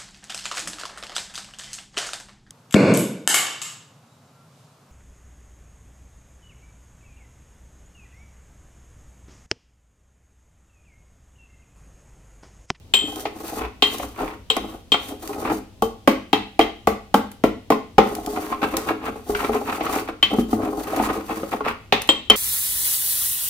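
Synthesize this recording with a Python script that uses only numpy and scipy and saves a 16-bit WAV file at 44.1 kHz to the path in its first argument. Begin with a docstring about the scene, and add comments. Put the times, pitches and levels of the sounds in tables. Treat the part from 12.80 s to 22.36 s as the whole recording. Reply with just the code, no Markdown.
"""On a bench in a small room, a ceramic pestle knocks, pounds and grinds brittle flakes in a ceramic mortar.
Blows and slips shake the bench, heard as sums of dying sine waves; knocks on the wall ring the bowl.
Clacks, snaps and fizz are short puffs of coloured noise; grinding sets off many tiny grains of sound.
Noise tails give the answer of the room, over quiet air and a low rumble."""
import sys
import numpy as np
from scipy import signal
from scipy.fft import rfft, irfft, next_fast_len
from scipy.io import wavfile
from scipy.ndimage import uniform_filter1d

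SR = 44100
rng = np.random.default_rng(int(sys.argv[2]) if len(sys.argv) > 2 else 0)


def unload_audio(sound):
    """Save the sound as a 16-bit wav file, at the path given as the first command line argument."""
    columns = np.transpose(np.atleast_2d(sound))
    # keep every value between -1 and 1, then stretch to whole-number steps
    steps = np.round(np.clip(columns, -1, 1) * 32767)
    wavfile.write(sys.argv[1], SR, steps.astype(np.int16))


N = 421596  # samples in the whole scene


def gain_of(db):
    """Turns decibels into a gain."""
    return 10 ** (np.asarray(db) / 20)


def evened(x):
    """Scales a sound to an average (rms) strength of 1."""
    return x / np.sqrt(np.mean(x ** 2) + 1e-20)


def read(points, hz):
    """Reads a table of (pitch_hz, value) between its points, on a log pitch axis."""
    f, value = np.transpose(points)
    return np.interp(np.log(hz + 1), np.log(f + 1), value)


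def add(mix, s, sound):
    """Mixes a sound in at time s, cut off at the end of the mix."""
    part = mix[..., round(s * SR):][..., :sound.shape[-1]]
    part += sound[..., :part.shape[-1]]


def coloured(x, spectrum):
    """Makes some pitches of a noise louder than others, as a spectrum table says."""
    size = next_fast_len(x.shape[-1])
    hz = np.fft.rfftfreq(size, 1 / SR)
    return irfft(rfft(x, size) * gain_of(read(spectrum, hz)), size)[..., :x.shape[-1]]


# How alike noise is in the left and right channels: pitch_hz, likeness (1 = identical)
LIKENESS = [(60, 0.81), (250, 1), (700, 0.4), (1500, 0.27), (5000, 0.083)]


def pair(length, shape):
    """Two-channel noise, most alike in the bass, weighted over pitch and time by shape(hz, t)."""
    frames, hz = length // 128 + 5, np.fft.rfftfreq(512, 1 / SR)[:, None]
    a, b, c, d = rng.standard_normal((frames, 257, 4)).T
    left, other = a + 1j * b, c + 1j * d
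    same = np.clip(read(LIKENESS, hz), 0, 1)
    right = same * left + np.sqrt(1 - same ** 2) * other
    z = np.array([left, right]) * shape(hz, np.arange(frames) * 128 / SR)
    return signal.istft(z, nperseg=512, noverlap=384)[1][:, :length]


def burst(spectrum, t60):
    """A puff of coloured noise that starts sharply and falls 60 dB in t60 seconds; peak 1."""
    t = np.arange(6000) / SR
    x = evened(coloured(pair(6000, lambda hz, s: 1), spectrum)) * gain_of(-60 * t / t60)
    return x / abs(x).max()


# Ways the bench vibrates: pitch_hz before detuning, level_db (relative), fade_s (to fall 60 dB, before damping)
BENCH_MODES = [(51.5, -25, 1), (106, -28, 1), (219.3, -10.5, 0.57), (261, -5.5, 0.17), (311.4, 2, 0.1),
               (429.2, -0.5, 0.23), (524.2, -3, 0.14), (665, 2.5, 0.043), (740.5, 4.5, 0.059),
               (812, 5.5, 0.054), (1100, -0.5, 0.084), (1236, 0.5, 0.043), (1422, -4, 0.047)]


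def thud(scatter_db, damping, rise_s, hard_db):
    """Bench modes sum to a thud, weighted and detuned anew by where the pestle lands; peak 1."""
    # each mode comes as a close pair
    hz, db, t60 = np.transpose(BENCH_MODES + BENCH_MODES)[:, :, None]
    weight, phase, detune, wide = rng.standard_normal((4, len(hz), 1))
    t = np.arange(6000) / SR
    brightness = hard_db * np.log2(np.maximum(hz / 300, 1))  # a hard landing lifts the higher modes
    level = gain_of(db + scatter_db * weight + brightness - 60 * damping * t / t60)
    turn = 2 * np.pi * hz * (1 + 0.035 * detune) * t + 1.32 * phase
    shift = wide * hz ** 2 / 1710000.0  # higher modes differ more between left and right
    x = np.array([(level * np.sin(turn + side * shift)).sum(0) for side in (1, -1)])
    quick = 1 + 0.92 * np.exp(-t / 0.0095)  # the first swings are strong and spread away fast
    x = x * quick * np.minimum(t / rise_s, 1) * np.minimum(4 - 4 * t / t[-1], 1)
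    return x / abs(x).max()


# The pestle's own thin ring: pitch_hz, level_db (relative), fade_s (to fall 60 dB)
PESTLE_MODES = [(15070, -6.5, 0.068), (14520, -5, 0.12), (14800, -16, 0.12)]


def pestle(db):
    """The pestle sings briefly: a few high sine waves that die away."""
    hz, mode_db, t60 = np.transpose(PESTLE_MODES)[:, :, None]
    t = np.arange(6000) / SR
    level = gain_of(db + mode_db - 60 * t / t60)
    return (level * np.sin(2 * np.pi * hz * t)).sum(0) * np.ones((2, 1))


# Ceramic on ceramic, as noise: pitch_hz, level_db (relative)
CLACK_SPECTRUM = [(700, -6.5), (1100, 4.5), (1400, -4), (1620, -7), (2000, 4), (2900, -2.5), (3800, -8),
                  (6000, -17.5), (11000, -39)]
# Flakes shattered by a blow: pitch_hz, level_db (relative)
SHATTER_SPECTRUM = [(3000, -4.5), (7000, -5.5), (9500, -8), (13500, -3.5), (16500, -18)]
# Rough ceramic body around the bowl's ring: pitch_hz, level_db (relative)
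CLANG_SPECTRUM = [(1800, -49), (2500, 8), (3900, 8), (5000, -10), (9000, -20)]
# Pestle blows: start_s, thud_db, ring_db (bowl), clack_db, snap_db (all relative),
# damping (factor, from the grip), lean_db (towards the upper twin mode of the bowl)
PESTLE_BLOWS = [(0.137, -16.5, -13, -14, -50, 0.71, -1), (1.023, -11, -12.5, -10.5, -66, 1.16, 2),
                (1.701, -19.5, -15.5, -17, -47, 3.6, 5), (2.119, -13, -17, -15.5, -55, 2.3, 10.5),
                (3.022, -5.5, -39, -36, -17, 1.3, -6), (3.275, 0.5, -38, -9.5, -13.5, 1.1, 8),
                (3.53, -2, -18.5, -11.5, -21, 2.6, 3), (3.792, 2, -40, -8.5, -19, 0.8, 13),
                (3.811, -19, -27, -15.5, -38, 4.8, 15), (4.072, -2.5, -68, -16, -17, 1.6, 3),
                (4.342, 2, -33.5, -16.5, -13, 5.4, -13), (4.638, 0, -47, -17, -20, 1.1, -8),
                (4.903, -2.5, -48, -17.5, -17, 1.4, 8), (5.182, 3.5, -50, -8.5, -22, 1.3, 4),
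                (7.427, -12.5, -17, -12.5, -42, 2.7, -12), (9.124, -4.5, -17, -6.5, -23, 12, -2),
                (9.29, -8.5, -11.5, -12, -26, 2.2, 6), (9.499, -3.5, -19.5, -5.5, -16.5, 5.8, -26)]
PESTLE_DB = -15.5  # thin ring against the snap of the blow, or its clack where that is far louder


def blows():
    """Thud through the bench, clack of ceramic on ceramic, and snapping flakes that scatter."""
    out = np.zeros((2, N))
    for s, thud_db, ring_db, clack_db, snap_db, *_ in PESTLE_BLOWS:
        clack = burst(CLACK_SPECTRUM, 0.06) + 0.56 * burst(CLACK_SPECTRUM, 0.23)
        snap = burst(SHATTER_SPECTRUM, 0.023) + 0.42 * burst(SHATTER_SPECTRUM, 0.17)
        add(out, s, gain_of(thud_db) * thud(2.52, 1.7, 0.0043, 0.095))
        add(out, s, gain_of(clack_db) * clack)
        add(out, s, gain_of(snap_db) * snap)
        add(out, s, pestle(max(snap_db, clack_db - 13.5) + PESTLE_DB))
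        add(out, s, gain_of(ring_db + 7.0) * burst(CLANG_SPECTRUM, 0.11))
    return out


# Twin ringing modes of the bowl: pitch_hz, level_db (relative), fade_s (to fall 60 dB, before damping)
BOWL_MODES = [(3123, 0, .25), (3173, 0, .31), (7546, -12, .2), (7639, -17, .24), (14427, -24, .12),
              (14640, -34, .2)]
GRIP_DB_PER_S2 = 116  # the pestle settles against the wall and chokes the ring; scaled by damping squared


def ring(db, damping, lean_db, overtone_db):
    """Twin modes of the bowl beat together; the gloved hand damps them and shades the right side."""
    hz, mode_db, t60 = np.transpose(BOWL_MODES)[:, :, None]
    t, k = np.arange(SR // 2) / SR, np.arange(len(BOWL_MODES))[:, None]
    strike_db = db + mode_db - lean_db * (-1) ** k + overtone_db * np.log2(hz / hz[0])
    fade_db = 60 * damping * t / t60 + GRIP_DB_PER_S2 * (damping * t) ** 2
    tone = (gain_of(strike_db - fade_db) * np.sin(2 * np.pi * hz * t)).sum(0)
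    return tone * gain_of([[1.5], [-2.5]]) * np.minimum(t / 0.0016, 1)


# overtone tilt in dB per octave: a clean strike, with more ring than clack, wakes the overtones
OVERTONE_DB, OVERTONE_PER_DB = 1.9, 3


def rings():
    """The bowl's ring after each blow, brighter for a clean strike."""
    out = np.zeros((2, N))
    for s, _, ring_db, clack_db, _, *place in PESTLE_BLOWS:
        overtone_db = OVERTONE_DB + OVERTONE_PER_DB * (ring_db - clack_db)
        add(out, s, ring(ring_db, *place, overtone_db))
    return out


# The pestle slips over a flake and lands: start_s, thud_db, clack_db (relative), hardness_db (per octave)
PESTLE_SLIPS = [(0.239, -23, -50, -23), (0.454, -13.5, -20, 1), (1.197, -19, -29, 0),
                (1.766, -12, -18, 1.5), (2.142, -10, -13.5, 6), (2.703, -20, -46, -20), (4.92, -6, -18, 3),
                (5.572, -14.5, -27.5, 5), (5.723, -15.5, -25, 16), (5.818, -18, -22, 8),
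                (6.495, -12.5, -46, -7.5), (6.549, -12.5, -16, 33), (6.644, -20.5, -25, -14),
                (6.692, -9, -38, -3.5), (7.008, -13.5, -20, -5), (7.065, -17, -19, 31),
                (7.529, -16, -49, -11), (7.585, -8, -29, -9.5), (7.729, -8, -32.5, -9),
                (8.198, -6.5, -47, -5.5), (8.631, -14.5, -33, -4.5), (8.806, -14.5, -33, 6),
                (8.862, -12, -34, -0.5)]


def slips():
    """The pestle slips and lands: a bench thud and a clack of ceramic each time."""
    out = np.zeros((2, N))
    for s, thud_db, clack_db, hard_db in PESTLE_SLIPS:
        add(out, s, gain_of(thud_db) * thud(7.5, 1.3, 0.0034, hard_db))
        add(out, s, gain_of(clack_db) * burst(CLACK_SPECTRUM, 0.097))
    return out


# Fizz of breaking flakes and dust: pitch_hz, level_db (relative)
FIZZ_SPECTRUM = [(2400, -10), (5000, -10), (15000, -9.5), (16500, -62)]
# Single flakes snap: start_s, level_db (relative)
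FLAKE_SNAPS = [(0.359, -22.5), (0.397, -26), (1.1835, -19.5), (1.767, -15), (2.4757, -18.5), (3.285, -24),
               (4.516, -26.5), (5.3513, -16.5), (5.462, -20), (5.9686, -9), (7.155, -19.5), (8.163, -19),
               (9.2189, -16.5), (9.275, -27)]


def snaps():
    """Lone flakes break, each a very short puff of noise."""
    out = np.zeros((2, N))
    for s, db in FLAKE_SNAPS:
        add(out, s, gain_of(db) * burst(FIZZ_SPECTRUM, 0.023))
    return out


# Grinding strokes: start_s, length_s (until lift-off), pressure_db, scrape_db, fizz_db (relative)
GRIND_STROKES = [(0.18, 0.25, -36, -77, -47), (0.506, 0.27, -38, -56.5, -49.5),
                 (1.016, 0.26, -40.5, -64, -46), (1.328, 0.21, -41.5, -42.5, -53.5),
                 (1.7, 0.24, -40, -50, -50), (2.181, 0.16, -35.5, -58, -47.5),
                 (2.401, 0.35, -33.5, -57, -43), (5.215, 0.37, -35.5, -67, -48),
                 (5.592, 0.52, -35.5, -45, -48), (6.199, 0.17, -39, -50.5, -52.5),
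                 (6.447, 0.37, -35, -70, -44), (6.868, 0.34, -33.5, -38, -43.5),
                 (7.485, 0.11, -29, -54, -46), (7.672, 0.37, -32.5, -61, -44.5),
                 (8.075, 0.33, -33.5, -39, -43.5), (8.454, 0.31, -38.5, -47.5, -46.5),
                 (8.827, 0.0097, -34, -18, -47)]
LEAN_S, LIFT_DB_PER_S = 0.027, 335  # time to lean in, and speed of the fade on lifting off


def control(column):
    """One column of the strokes as a gain over time: lean in, hold, lift off."""
    t, rows = np.arange(0, N, 64) / SR, np.array(GRIND_STROKES)
    since = t - rows[:, :1]
    lean = np.clip(since / LEAN_S, 0, 1) ** 2
    lift = gain_of(-LIFT_DB_PER_S * np.maximum(since - rows[:, 1:2], 0))
    return np.interp(np.arange(N) / SR, t, gain_of(rows[:, column]) @ (lean * lift))


# A lump of flakes gives way under the pestle: peak_s (crunch loudest), length_s, crunch_db (relative)
LUMP_CRUNCHES = [(0.837, 0.15, -32.5), (1.243, 0.033, -35.5), (1.417, 0.075, -33.5), (1.515, 0.068, -40),
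                 (2.544, 0.023, -31.5), (2.687, 0.15, -29), (5.576, 0.034, -27.5), (5.737, 0.08, -33.5),
                 (5.849, 0.03, -18.5), (5.977, 0.13, -29), (6.108, 0.07, -28), (6.271, 0.13, -34),
                 (6.635, 0.17, -30), (6.763, 0.11, -29.5), (6.912, 0.14, -29), (7.158, 0.063, -27.5),
                 (7.299, 0.04, -31.5), (7.861, 0.13, -35), (8.016, 0.021, -32), (8.084, 0.096, -37),
                 (8.174, 0.16, -33), (8.275, 0.023, -27.5), (8.308, 0.037, -25.5), (8.521, 0.093, -35),
                 (8.743, 0.048, -30), (8.887, 0.11, -44)]
BUILD_S = 0.012  # the force peaks this long before the crunch is loudest


def crunches():
    """The force of each crunch swells and sinks in one rounded arch."""
    t = np.arange(0, N, 64) / SR
    peak, length, db = np.transpose(LUMP_CRUNCHES)[:, :, None]
    arch = np.cos(np.pi * np.clip((t + BUILD_S - peak) / length, -.5, .5)) ** 2
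    return np.interp(np.arange(N) / SR, t, (gain_of(db) * arch).sum(0))


def grains(per_s, spread_db):
    """Random clicks of both signs, a few of them large; rms 1."""
    place, size, sign, keep = rng.random((6000, 4)).T
    kept = keep * 6000 < per_s * N / SR
    out = np.zeros(N)
    out[(place * N).astype(int)] = kept * gain_of(-spread_db * np.log(size + 0.02)) * np.sign(sign - .5)
    return evened(out)


def scatter(shapes, gain, per_s, spread_db):
    """Each grain shape is set off by its own random clicks, as strong as gain says."""
    sound = np.zeros((2, N))
    for shape in shapes:
        train = gain * grains(per_s, spread_db)
        sound += signal.oaconvolve(train[None], shape / np.linalg.norm(shape[0]), axes=1)[:, :N]
    return sound / np.sqrt(len(shapes))


def wander(size):
    """Random ups and downs: noise smoothed twice over size samples."""
    return evened(uniform_filter1d(uniform_filter1d(rng.standard_normal(N), size), size))


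# Grit crunching against the bowl: pitch_hz, level_db (relative)
GRIT_SPECTRUM = [(600, -11), (1150, 3), (1650, -11), (2100, -6), (4000, -21.5), (7000, -35)]
CRUNCH_PUSH_DB, CRUNCH_FIZZ_DB = -0.5, -25.5  # how much each crunch also shakes the bench and throws dust


def grind():
    """Uneven stick-slip pushes ring the bench; grit crunches against the bowl; dust and flakes fizz."""
    quick, slow = wander(400), wander(1800)
    flicker = gain_of(2.5 * quick + 4.1 * slow)  # flakes break in clumps that swell and fade
    clumps = gain_of(np.clip(3.7 * quick, -9, 3))  # the pestle catches and lets go
    soft = np.minimum(np.arange(2000) / 70, 1)  # a lump gives way gradually
    lumps = crunches()
    bench = [thud(3.8, 1.2, 0.0049, -1.66) for _ in range(7)]
    bits = [soft * burst(GRIT_SPECTRUM, 0.035)[:, :2000] for _ in range(6)]
    specks = [burst(FIZZ_SPECTRUM, 0.0196)[:, :900] for _ in range(6)]
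    pressure = control(column=2) + gain_of(CRUNCH_PUSH_DB) * lumps
    push = scatter(bench, clumps * pressure, 45, 5.57)
    scrape = scatter(bits, flicker * control(column=3), 87, 4.34)
    crunch = scatter(bits, clumps * lumps, 150, 4.44)
    # dust stirs and settles slowly
    dust = uniform_filter1d(control(column=4), size=3000) + gain_of(CRUNCH_FIZZ_DB) * lumps
    fizz = scatter(specks, flicker * dust, 430, 2.5)
    return push + scrape + crunch + fizz


# Low bumps as the mortar rocks on the bench: peak_s, level_db (relative)
ROCKING_BUMPS = [(0.857, -30.5), (1.25, -36), (1.45, -36.5), (1.819, -38), (4.102, -33)]
BUMP_HZ, BUMP_S = 53.8, 0.035  # pitch before detuning, and width of the swell


def bumps():
    """A few low swings of the rocking mortar, the same in both microphones."""
    t, out = np.arange(-.15, .15, 1 / SR), np.zeros((2, N))
    chance = rng.standard_normal((len(ROCKING_BUMPS), 2))
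    for (s, db), (detune, phase) in zip(ROCKING_BUMPS, chance):
        swing = np.sin(2 * np.pi * BUMP_HZ * (1 + 0.12 * detune) * t + phase)
        add(out, s + t[0], gain_of(db) * np.exp(-(t / BUMP_S) ** 2) * swing)
    return out


# How long the room keeps sounding: pitch_hz, fade_s (to fall 60 dB)
ROOM_FADE = [(200, 0.36), (1000, 0.32), (3200, 0.49), (15000, 0.23)]


def room(x):
    """Noise tails fade at a speed set by pitch; two take turns so the tail stays smooth."""
    tails = [pair(SR // 2, lambda hz, t: gain_of(-60 * t / read(ROOM_FADE, hz))) for _ in range(2)]
    start = np.clip(np.arange(SR // 2) / SR / 0.0032 - .5, 0, 1)  # nothing before the first reflection
    turn = 2 * np.pi * .9 * np.arange(N) / SR
    out = np.zeros((2, N))
    for tail, share in zip(tails, (np.cos(turn), np.sin(turn))):
        answer = start * tail / np.linalg.norm(tail[0])
        out += signal.oaconvolve((x.mean(0) * share)[None], answer, axes=1)[:, :N]
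    return out


# Still air of the room: pitch_hz, level_db (relative)
HUSH_SPECTRUM = [(12, -62), (35, -9.5), (230, -3), (789, -16), (1640, -27), (3120, -21.5), (14600, -35.5),
                 (16300, -64)]
HUSH_DB = -54
# Low shaking of the microphone mount: pitch_hz, level_db (relative)
RUMBLE_SPECTRUM = [(33, -19.5), (52, -11), (110, -11.5), (160, -56)]


def background():
    """Still air, and rumble that reaches the microphones through the mount as the bench is pushed."""
    hush = gain_of(HUSH_DB) * evened(coloured(pair(N, lambda hz, t: 1), HUSH_SPECTRUM))
    low = evened(coloured(pair(N, lambda hz, t: 1), RUMBLE_SPECTRUM))
    pushing = uniform_filter1d(control(column=2) + 1.1 * crunches(), 4000)
    return hush + low * (gain_of(-51.5) + 0.033 * pushing)


RING_TO_ROOM = 0.4  # gain: share of the bowl's ring that goes to the room


def scene():
    """Mortar sounds, their room tail and the background."""
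    mortar = blows() + slips() + snaps() + grind()
    bowl = rings()
    tail = gain_of(-5.5) * room(mortar + RING_TO_ROOM * bowl)
    return mortar + bowl + tail + bumps() + background()


EDGE_HZ = 16300  # highest pitch let through


def record(dry):
    """The left microphone is a little louder and earlier; peaks past full scale clip; then the band limit."""
    ports = np.array([gain_of(2.0) * dry[0], gain_of(0.97) * np.roll(dry[1], shift=2)])
    clipped = np.clip(ports, -1, 1)
    lowpass = signal.firwin(511, EDGE_HZ, window=("kaiser", 9), fs=SR)
    return np.clip(signal.oaconvolve(clipped, lowpass[None], "same"), -1, 1)


dry = scene()
out = record(dry)
unload_audio(out)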